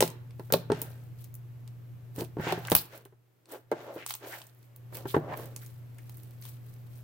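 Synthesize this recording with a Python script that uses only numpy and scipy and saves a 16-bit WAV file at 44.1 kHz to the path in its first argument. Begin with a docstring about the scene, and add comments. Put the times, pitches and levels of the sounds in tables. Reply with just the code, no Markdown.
"""Sticky bead slime pops and crackles as hands squish, poke and stretch it on a table, close by.
Trapped air bursts its films in sharp pops or squelches out through wet gaps; threads and bubbles tick
as the slime peels away. Fingers knock the table through the lump, exciting its modes, and the lump
drags with a friction noise. A small room reverberates over a faint hum; midway the bass sinks a while."""
import sys
import numpy as np
from scipy import signal
from scipy.fft import rfft, irfft
from scipy.io import wavfile

SR = 44100
rng = np.random.default_rng(int(sys.argv[2]) if len(sys.argv) > 2 else 0)


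def wav_record(signal):
    """Record a signal, one row per channel, as 16-bit PCM in the file named by sys.argv[1]."""
    frames = np.transpose(np.atleast_2d(signal))
    bounded = np.clip(frames, -1, 1)
    # unit amplitude maps onto the largest positive 16-bit level
    quanta = np.round(bounded * 32767).astype(np.int16)
    wavfile.write(sys.argv[1], SR, quanta)


N = 310023
TIME = np.arange(N) / SR
# A passing lull. Each row: time in seconds, bass gain in dB, gain of the room hiss in dB.
LULL_GAINS = [(2.72, 4, 6), (2.88, -8.5, -4), (3.1, -11, -5), (3.4, -26, -2.5), (3.65, -13.5, -3.5),
              (3.8, -11, 4), (4.5, -10, 2.5), (4.7, -6, 4), (4.95, 3, 7.5)]


def amp(db):
    """Converts decibels to an amplitude ratio."""
    return 10 ** (np.asarray(db) / 20)


def unit(x):
    """Normalises to an rms of one."""
    return x / np.sqrt(np.mean(x ** 2) + 1e-20)


def unit_attack(x, count):
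    """Normalises a transient to an rms of one over its first samples."""
    return x / np.sqrt(np.mean(x[:, :count] ** 2) + 1e-20)


def read(points, hz):
    """Interpolates on a logarithmic frequency axis."""
    f, value = np.transpose(points)
    return np.interp(np.log(hz + 1), np.log(f + 1), value)


def curves(rows):
    """Interpolates each column of a timed table at every sample."""
    s, *columns = np.transpose(rows)
    return [np.interp(TIME, s, c) for c in columns]


def add(mix, start_s, sound):
    """Superposes a stereo sound on the mix."""
    part = mix[:, max(round(start_s * SR), 0):][:, :sound.shape[1]]
    part += sound[:, :part.shape[1]]


def colour(x, spectrum, size=2048):
    """Minimum-phase filter: follows the spectrum, then falls 20 dB in the octave past each end."""
    hz = abs(np.fft.fftfreq(size, 1 / SR))
    (low_hz, low_db), (high_hz, high_db) = spectrum[0], spectrum[-1]
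    extended = [(low_hz / 2, low_db - 20), *spectrum, (high_hz * 2, high_db - 20)]
    log_gain = np.log(amp(read(extended, hz)))
    taps = np.fft.ifft(np.exp(np.conj(signal.hilbert(log_gain)))).real
    return signal.fftconvolve(x, taps[None, :size // 2], axes=1)[:, :x.shape[1]]


def resonate(x, hz, width_hz):
    """A resonance that may glide: shifts hz down to zero, smooths, and shifts back."""
    carrier = np.exp(2j * np.pi * np.cumsum(hz * np.ones(x.shape[1])) / SR)
    pole = np.exp(-np.pi * width_hz / SR)
    return (carrier * signal.lfilter([1 - pole], [1, -pole], x / carrier)).real


def stereo_noise(count, apart):
    """Partly coherent noise: an in-phase part plus an antiphase part."""
    mid, side = rng.standard_normal((2, count))
    return unit(np.array([mid + apart * side, mid - apart * side]))


def wander(hz):
    """Random fluctuation of rms one, low-passed near the given rate."""
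    knots = rng.standard_normal(N // 50 + 1)
    lowpass = np.exp(-(np.fft.rfftfreq(len(knots), 50 / SR) / hz) ** 2)
    slow = irfft(rfft(knots) * lowpass, len(knots))
    return unit(np.interp(TIME, np.linspace(0, TIME[-1], len(knots)), slow))


def grains(per_s, spread_db, apart):
    """Shot noise: tiny snaps at random moments, a few much larger than the rest."""
    at = np.flatnonzero(rng.random(N) < per_s / SR)
    out = np.zeros((2, N))
    out[:, at] = stereo_noise(len(at), apart) * amp(spread_db * np.minimum(rng.exponential(1, len(at)), 4))
    return out


def strokes(rows, rise_shape, fall_shape):
    """Hand strokes add in power, each 20 dB down one rise before and one fall after its peak.
    Returns total dB, then power-weighted progress (-1 to 1, peak at 0) and further columns."""
    t = np.linspace(0, TIME[-1], N // 40)
    peak_s, rise_s, fall_s, db, *traits = np.transpose(rows)[:, :, None]
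    progress = (t - peak_s) / np.where(t < peak_s, rise_s, fall_s)
    shape = np.where(t < peak_s, rise_shape, fall_shape)
    power = amp(db - 20 * abs(progress) ** shape) ** 2 + 1e-14
    weighted = [(power * c).sum(0) / power.sum(0) for c in (np.clip(progress, -1, 1), *traits)]
    return curves(np.transpose([t, 10 * np.log10(power.sum(0)), *weighted]))


def background(hum_hz=119.9, hum_db=-49.5, rumble_db=-58, draught_db=-77, hiss_db=-68.5):
    """The noise floor: a wavering hum, a rumble, a slight draught and room hiss in superposition."""
    # Noise spectra. Each row: frequency in Hz, relative level in dB.
    rumble_spectrum = [(15, -14), (40, -10), (60, -14), (95, 1), (140, 2), (190, -15.5), (280, -29)]
    hiss_spectrum = [(100, -26), (170, -8.5), (325, -6.5), (466, -10.5), (512, -11), (808, -17),
                     (906, -18.5), (2340, -23.5), (4310, -31), (9950, -35), (14000, -25), (16000, -33)]
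    _, lull_db = curves(LULL_GAINS)
    phase = 2 * np.pi * hum_hz * TIME + .04 * wander(4)
    hum = np.sqrt(2) * np.sin(phase) * amp(hum_db - 0.4 * wander(6))
    rumble = amp(rumble_db + wander(8)) * unit(colour(stereo_noise(N, 0.9), rumble_spectrum, size=8192))
    draught = amp(draught_db) * np.array([wander(45), wander(45)])
    hiss = amp(hiss_db + lull_db) * unit(colour(stereo_noise(N, 0.83), hiss_spectrum))
    return hum + rumble + draught + hiss


def room(x, tail_db, early_db, early_s, first_s, mono_hz=650):
    """Reverberation: sparse early reflections and a diffuse tail, the bass alike on both sides."""
    # Room decay. Each row: frequency in Hz, time to fall 60 dB in seconds.
    decay_times = [(150, 1), (500, 0.32), (1500, 0.65), (4500, 0.37), (8000, 0.21), (14000, 0.11)]
    t = np.arange(SR) / SR
    hz, frame_s, noise = signal.stft(rng.standard_normal((2, SR)), SR, nperseg=256)
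    decay = amp(-60 * frame_s / read(decay_times, hz)[:, None])
    tail = signal.istft(noise * decay, SR, nperseg=256)[1][:, :SR]
    early = rng.standard_normal((2, SR)) * (rng.random(SR) < 1200 / SR) * np.exp(-t / early_s)
    arrived = t > first_s
    mid, side = (amp(tail_db) * unit(tail * arrived) + amp(early_db) * unit(early * arrived)) / np.sqrt(SR)
    side = signal.sosfilt(signal.butter(2, mono_hz, "high", fs=SR, output="sos"), side)
    response = np.array([mid + side, mid - side]) / np.sqrt(2)
    return x + signal.fftconvolve(x, response, axes=1)[:, :N]


def placed(x):
    """A level difference between the channels leans the sound toward the fingers."""
    # Finger position. Each row: time in seconds, left minus right in dB.
    positions = [(0, -1), (0.55, -1), (1.2, 4), (2.2, -2), (4.3, 0), (5.35, -4), (5.95, 4.5), (6.2, -5.5),
                 (6.45, 1.5)]
    pan_db, = curves(positions)
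    return x * amp(np.array([pan_db, -pan_db]) / 2)


def drag(width_hz=190, sag=.3, wetting_db=5):
    """Stick-slip friction sounds the hollow under the hand, whose pitch rises with the push."""
    # Shoves of the lump. Each row: peak time, rise and fall in seconds, level in dB,
    # dryness (hiss gain) in dB, top pitch of the hollow in Hz.
    shoves = [(0.725, .012, .3, -48.5, 2, 680), (2.228, 0.07, 0.028, -40, -16.5, 424),
              (2.5, 0.093, 0.16, -37, 0.5, 850), (2.68, .07, 0.046, -49.5, 2.5, 650),
              (2.945, .045, .1, -50.5, -1, 550), (3.555, .072, 0.042, -43.5, -9.5, 460),
              (3.82, 0.1, .11, -48, -5, 720), (3.905, .09, .11, -43, -12, 590),
              (3.98, 0.033, 0.093, -49, 0, 480.9), (4.255, .05, .11, -45, -4.5, 490),
              (4.34, .06, .12, -49, 2, 900), (4.98, .07, .19, -50, -9, 500),
              (5.33, .16, .04, -40, -21, 720), (5.38, .03, 0.19, -43.5, -7, 530)]
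    # Friction spectra. Each row: frequency in Hz, relative level in dB.
    rub_spectrum = [(100, -10), (250, -2.5), (400, 0), (950, -5.5), (1250, -9.5), (2500, -33.5)]
    hiss_spectrum = [(800, -15.5), (1500, 5), (2200, -3), (3200, -5.5), (4500, -11.5), (7000, -15),
                     (12000, -36)]
    db, progress, dry_db, top_hz = strokes(shoves, rise_shape=2.06, fall_shape=1.11)
    hollow = resonate(grains(4000, 3, 0.13), top_hz * (1 - sag * abs(progress)), width_hz)
    hollow = unit(colour(hollow, rub_spectrum))
    rub = amp(-6) * unit(colour(grains(3000, 4.3, 0.26), rub_spectrum))
    hiss_db = dry_db - 2 - wetting_db * progress  # the contact gets wetter as it goes
    hiss = amp(hiss_db) * unit(colour(grains(5000, 2.4, 0.93), hiss_spectrum))
    return amp(db + 0.5 * wander(60)) * (hollow + rub + hiss)


def thumps(push_s=.003, ring_db=-11, knock_s=0.0075, typical_hz=420):
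    """Impact excitation: a finger's blow gives a damped push, a knock and the table's modal ring."""
    # Blows. Each row: start in seconds, level in dB, pitch in Hz, hardness (relative knock level) in dB.
    blows = [(0.0062, -23.5, 540, -6), (0.0252, -18.5, 537, -14), (0.396, -40, 440, -7.5),
             (0.502, -44, 490, 2), (0.5256, -24.5, 450, -11.5), (0.5394, -18.5, 580, -14),
             (0.701, -22, 410, -10.5), (0.718, -21.5, 400, -12.5), (0.821, -43, 405, -20),
             (2.182, -35.5, 317, -11.5), (2.211, -38, 468, -15.5), (2.219, -33, 368.6, -14),
             (2.3693, -32.5, 360, -24.5), (2.386, -34.5, 398, -14), (2.397, -33.5, 207, -7),
             (2.469, -31.5, 413, -5.5), (2.5244, -24, 750, -10.5), (2.577, -34.5, 352, -9),
             (2.718, -19, 480, -9), (2.721, -21, 412, -9), (2.75, -34.5, 970, 2.5), (2.753, -38, 71, -4),
             (3.056, -51, 410, -5.5), (3.125, -56.5, 430, -10.5), (3.7165, -24, 532, -9),
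             (3.723, -25, 425, -12.5), (3.962, -36, 388, -30), (4.926, -50.5, 502, 3),
             (5.055, -33.5, 373, -4.5), (5.1443, -22, 423, -4.5), (5.1658, -19, 390, -13.5)]
    # Table modes. Each row: nominal frequency in Hz, level in dB, time to fall 60 dB in seconds.
    modes = [(161, -10, 0.25), (220, -9.5, .08), (301, -9.5, 0.056), (379, 2, 0.085), (456.3, -1.5, 0.076),
             (532.2, -2.5, 0.04), (659, -4.5, .055), (847.5, -8.5, .06), (997, -8.5, 0.052),
             (1450, -19, 0.054), (1690, -21.5, 0.046)]
    # Contact noise. Each row: frequency in Hz, relative level in dB.
    knock_spectrum = [(120, -33.5), (400, -16), (900, 7.5), (1200, -3.5), (1600, -1.5), (2500, -17),
                      (5000, -28.5), (9000, -37)]
    out, t = np.zeros((2, N)), np.arange(6000) / SR
    for start_s, db, hz, hard_db in blows:
        decay_s = push_s * np.sqrt(typical_hz / hz)  # deeper pushes last longer
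        push = -np.sin(2 * np.pi * hz * t) * np.exp(-t / decay_s)
        ring = 0
        for mode_hz, mode_db, t60 in modes:  # every spot on the table rings differently
            detuned_hz = mode_hz * (1 + rng.uniform(-1.1, 1) / 10)
            phase = 2 * np.pi * (detuned_hz * t + rng.random()) + .15 * rng.standard_normal((2, 1))
            ring += amp(mode_db - 60 * t / t60) * np.sin(phase)
        body = push + amp(ring_db) * ring * (1 - np.exp(-t / push_s))
        # a small patch of table radiates little below its own pitch
        body = unit_attack(signal.lfilter(*signal.butter(2, hz / 4, "high", fs=SR), body), count=350)
        contact = stereo_noise(len(t), 0.91) * np.exp(-t / knock_s)
        knock = unit_attack(colour(contact, knock_spectrum), count=440)
        add(out, start_s, amp(db) * (body + amp(hard_db - 2) * knock))
    return out


def squelches(glide=0.041, skew=2.1):
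    """Fluttering air excites a narrowing gap's resonance: it swells, rises a little and stops short."""
    # Air escapes. Each row: start and length in seconds, level in dB, centre and bandwidth in Hz.
    escapes = [(0.5357, 0.004, -22, 4020, 900), (2.387, 0.045, -45.5, 1600, 700),
               (2.432, 0.095, -39.5, 2020, 1700), (2.681, .005, -31.5, 1650, 700),
               (2.759, .04, -40.5, 4480, 1508), (3.957, 0.092, -49.5, 2040, 1400),
               (4.318, 0.026, -42.5, 1790, 600), (5.065, 0.057, -50, 3340, 1500),
               (5.139, 0.015, -25, 962, 300), (5.27, 0.087, -46, 1590, 970),
               (5.285, 0.067, -39.5, 925, 397), (5.605, 0.036, -56.5, 1570, 700),
               (5.978, 0.018, -57.5, 1890, 1100)]
    out, flutter = np.zeros((2, N)), grains(2500, 1.8, 0.82)
    for start_s, length_s, db, hz, width_hz in escapes:
        progress = np.linspace(0, 1, round(length_s * SR))
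        pitch = hz * (1 + glide * (progress - .5))
        air = flutter[:, round(start_s * SR):][:, :len(progress)]
        gap = resonate(resonate(air, pitch, width_hz), pitch, width_hz)
        swell = np.sqrt(abs(np.sin(np.pi * progress ** skew)))
        add(out, start_s, amp(db) * unit(gap) * swell)
    return out


def peel(per_s=1700, spread_db=3.0, clump_db=2.5, q=4, crowding=.3):
    """Adhesion fails in clumps of threads and bubbles; each bubble size resonates at its own pitch."""
    # Pulls off skin and table. Each row: peak time, rise and fall in seconds, relative level in dB.
    pulls = [(0.02, .01, 0.067, -34), (0.44, .12, 0.29, -65), (0.81, .12, .3, -55),
             (1.21, .045, 0.083, -54.5), (2.205, .05, .05, -39.5), (2.495, .125, .28, -50.5),
             (2.757, 0.0077, 0.082, -32), (2.96, .07, .08, -55), (3.525, .045, .075, -48.5),
             (3.83, .09, .15, -62.5), (3.97, .07, .08, -55.5), (4.1, .045, .085, -42.5),
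             (4.34, .135, .15, -46.5), (4.64, .15, .08, -68), (4.962, .045, .1, -46.5),
             (5.1, .045, .095, -43.5), (5.4, .095, .2, -52), (5.63, .09, .18, -54), (6.18, .3, .5, -61),
             (6.455, 0.05, .12, -48), (6.69, .09, 0.29, -63), (6.97, .15, .15, -63)]
    # Crackle spectrum. Each row: frequency in Hz, relative level in dB.
    crackle_spectrum = [(400, -12.5), (1500, -2.5), (4000, -2), (6500, -6.5), (8500, -3.5), (10000, -5.5),
                        (12500, 1), (15000, 2), (16500, 1)]
    db, _ = strokes(pulls, rise_shape=1.8, fall_shape=1.15)
    density = amp(crowding * np.maximum(db - db.max(), -45))  # harder pulls tick more densely
    bubble_hz = np.geomspace(900, 15000, 10)
    ticks = 0
    for hz in bubble_hz:
        rate = per_s * density * np.sqrt(hz / bubble_hz.mean())  # small bubbles tick most often
        ticks += signal.lfilter(*signal.iirpeak(hz, q, fs=SR), grains(rate, spread_db, 0.95))
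    crackle = unit(colour(ticks / np.sqrt(density), crackle_spectrum))
    return amp(db - 1 + clump_db * wander(70)) * crackle


def pops(snap_s=0.00052, rise_s=.0002, echo_s=0.0021, echo_gain=0.17, spray_s=0.0099, spray_db=-19):
    """A film ruptures over trapped air: a pressure pulse, its reflection off the table, a wet spray."""
    # Air pockets. Each row: start in seconds, core level (5-10 kHz) in dB,
    # then the body below and the sizzle above that band in dB relative to the core.
    pockets = [(0.0056, -22, -2, -2), (0.0173, -40, 5, 6), (0.025, -31, 7.5, -5), (0.077, -43.5, -1, 3),
               (0.1015, -49, -9.5, -3), (0.3078, -65.5, 6, -10), (0.396, -61.5, 5.5, 2),
               (0.5235, -28, -3, 8), (0.5375, -33.5, 7, 7), (0.719, -44.5, 8, -9), (0.817, -38, -6, 9.5),
               (1.2428, -56, -10, 7), (1.3412, -57.5, -10, 10), (1.352, -57, -8, 12),
               (1.6766, -57.5, 1, -1.5), (2.1613, -54, -1.5, 7), (2.2078, -46.5, 4.5, -4),
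               (2.2474, -55.5, 3, 0), (2.5235, -43.5, 9.5, 4.5), (2.6507, -53, 12, -5),
               (2.6715, -46, -4, 4), (2.6997, -40.5, -1.5, 10), (2.7104, -41, -5.5, 1),
               (2.718, -33, 8, 7.5), (2.7254, -38, -0.5, 7), (2.7506, -26.5, 5, 15.5),
               (2.7648, -37.5, 2.5, 17.5), (3.052, -60, 1.5, 6), (3.4567, -64, 1.5, -11),
               (3.7153, -51.5, -1, 1.5), (4.063, -36.5, -3, -2), (4.0756, -46, -7, 3),
               (4.097, -43.5, -6, 1), (4.1068, -40.5, 6.5, 5), (4.139, -36, -5.5, -13),
               (4.1515, -48, 1.5, 11), (4.417, -53.5, 6, -14), (4.4683, -57.5, -16, 2.5),
               (4.762, -61, -3.5, 12), (4.9699, -49.5, 1, 10), (5.374, -53.5, -10, 13), (5.457, -57, -5, 9),
               (5.5622, -41, -7.5, 0), (5.6624, -54.5, -9, 5), (5.9841, -57.5, -6.5, 0), (6.095, -58, 4, 9),
               (6.144, -71, -12, 13), (6.1702, -63.5, -11.5, 13.5), (6.233, -63, -10, 9),
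               (6.3086, -66, 0, 8), (6.415, -69, -8, 18), (6.4524, -51, 0.5, 3), (6.9814, -71, 0.5, 13)]
    # Spectra of the three bands. Each row: frequency in Hz, relative level in dB.
    body = [(200, -22), (500, -13.5), (950, 0), (1700, -11.5), (2600, -4), (4400, -6), (5500, -12.5),
            (7000, -28)]
    core = [(3500, -30), (5500, -4.5), (6500, 2), (7400, -1.5), (8500, 4.5), (10000, -5), (12000, -27.5)]
    sizzle = [(8500, -32.5), (11000, -3), (13000, -4), (15000, 2), (16500, -9)]
    out, t = np.zeros((2, N)), np.arange(2048) / SR
    snap = np.exp(-t / snap_s) + echo_gain * np.exp(-abs(t - echo_s) / snap_s)
    envelope = (1 - np.exp(-t / rise_s)) * (snap + amp(spray_db) * np.exp(-t / spray_s))
    for start_s, db, body_db, sizzle_db in pockets:
        burst = stereo_noise(len(t), apart=0.68) * envelope
        bands = (body, body_db), (core, 0), (sizzle, sizzle_db)
        pop = sum(amp(band_db) * unit_attack(colour(burst, band), count=180) for band, band_db in bands)
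        add(out, start_s, pop * amp(db))
    return out


def scene():
    """Superposes the bright and dull slime sounds, each reverberated, on the noise floor."""
    bright = room(placed(pops() + peel()), tail_db=-20.5, early_db=-11.5, early_s=.026, first_s=0.0048)
    dull = room(thumps() + drag() + squelches(), tail_db=-18.5, early_db=-8, early_s=.012, first_s=0.0038)
    return bright + dull + background()


def record(dry, bass_hz=240, edge_hz=16150):
    """A varying shelf filter sinks and restores the bass; clipping and a band limit follow."""
    bass_db, _ = curves(LULL_GAINS)
    bass = signal.sosfiltfilt(signal.butter(3, bass_hz, fs=SR, output="sos"), dry)
    shelved = dry + (amp(bass_db) - 1) * bass
    lowpass = signal.firwin(301, edge_hz, window=("kaiser", 8), fs=SR)
    return signal.oaconvolve(np.clip(shelved, -1, 1), lowpass[None], "same")


dry = scene()
out = record(dry)
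wav_record(out)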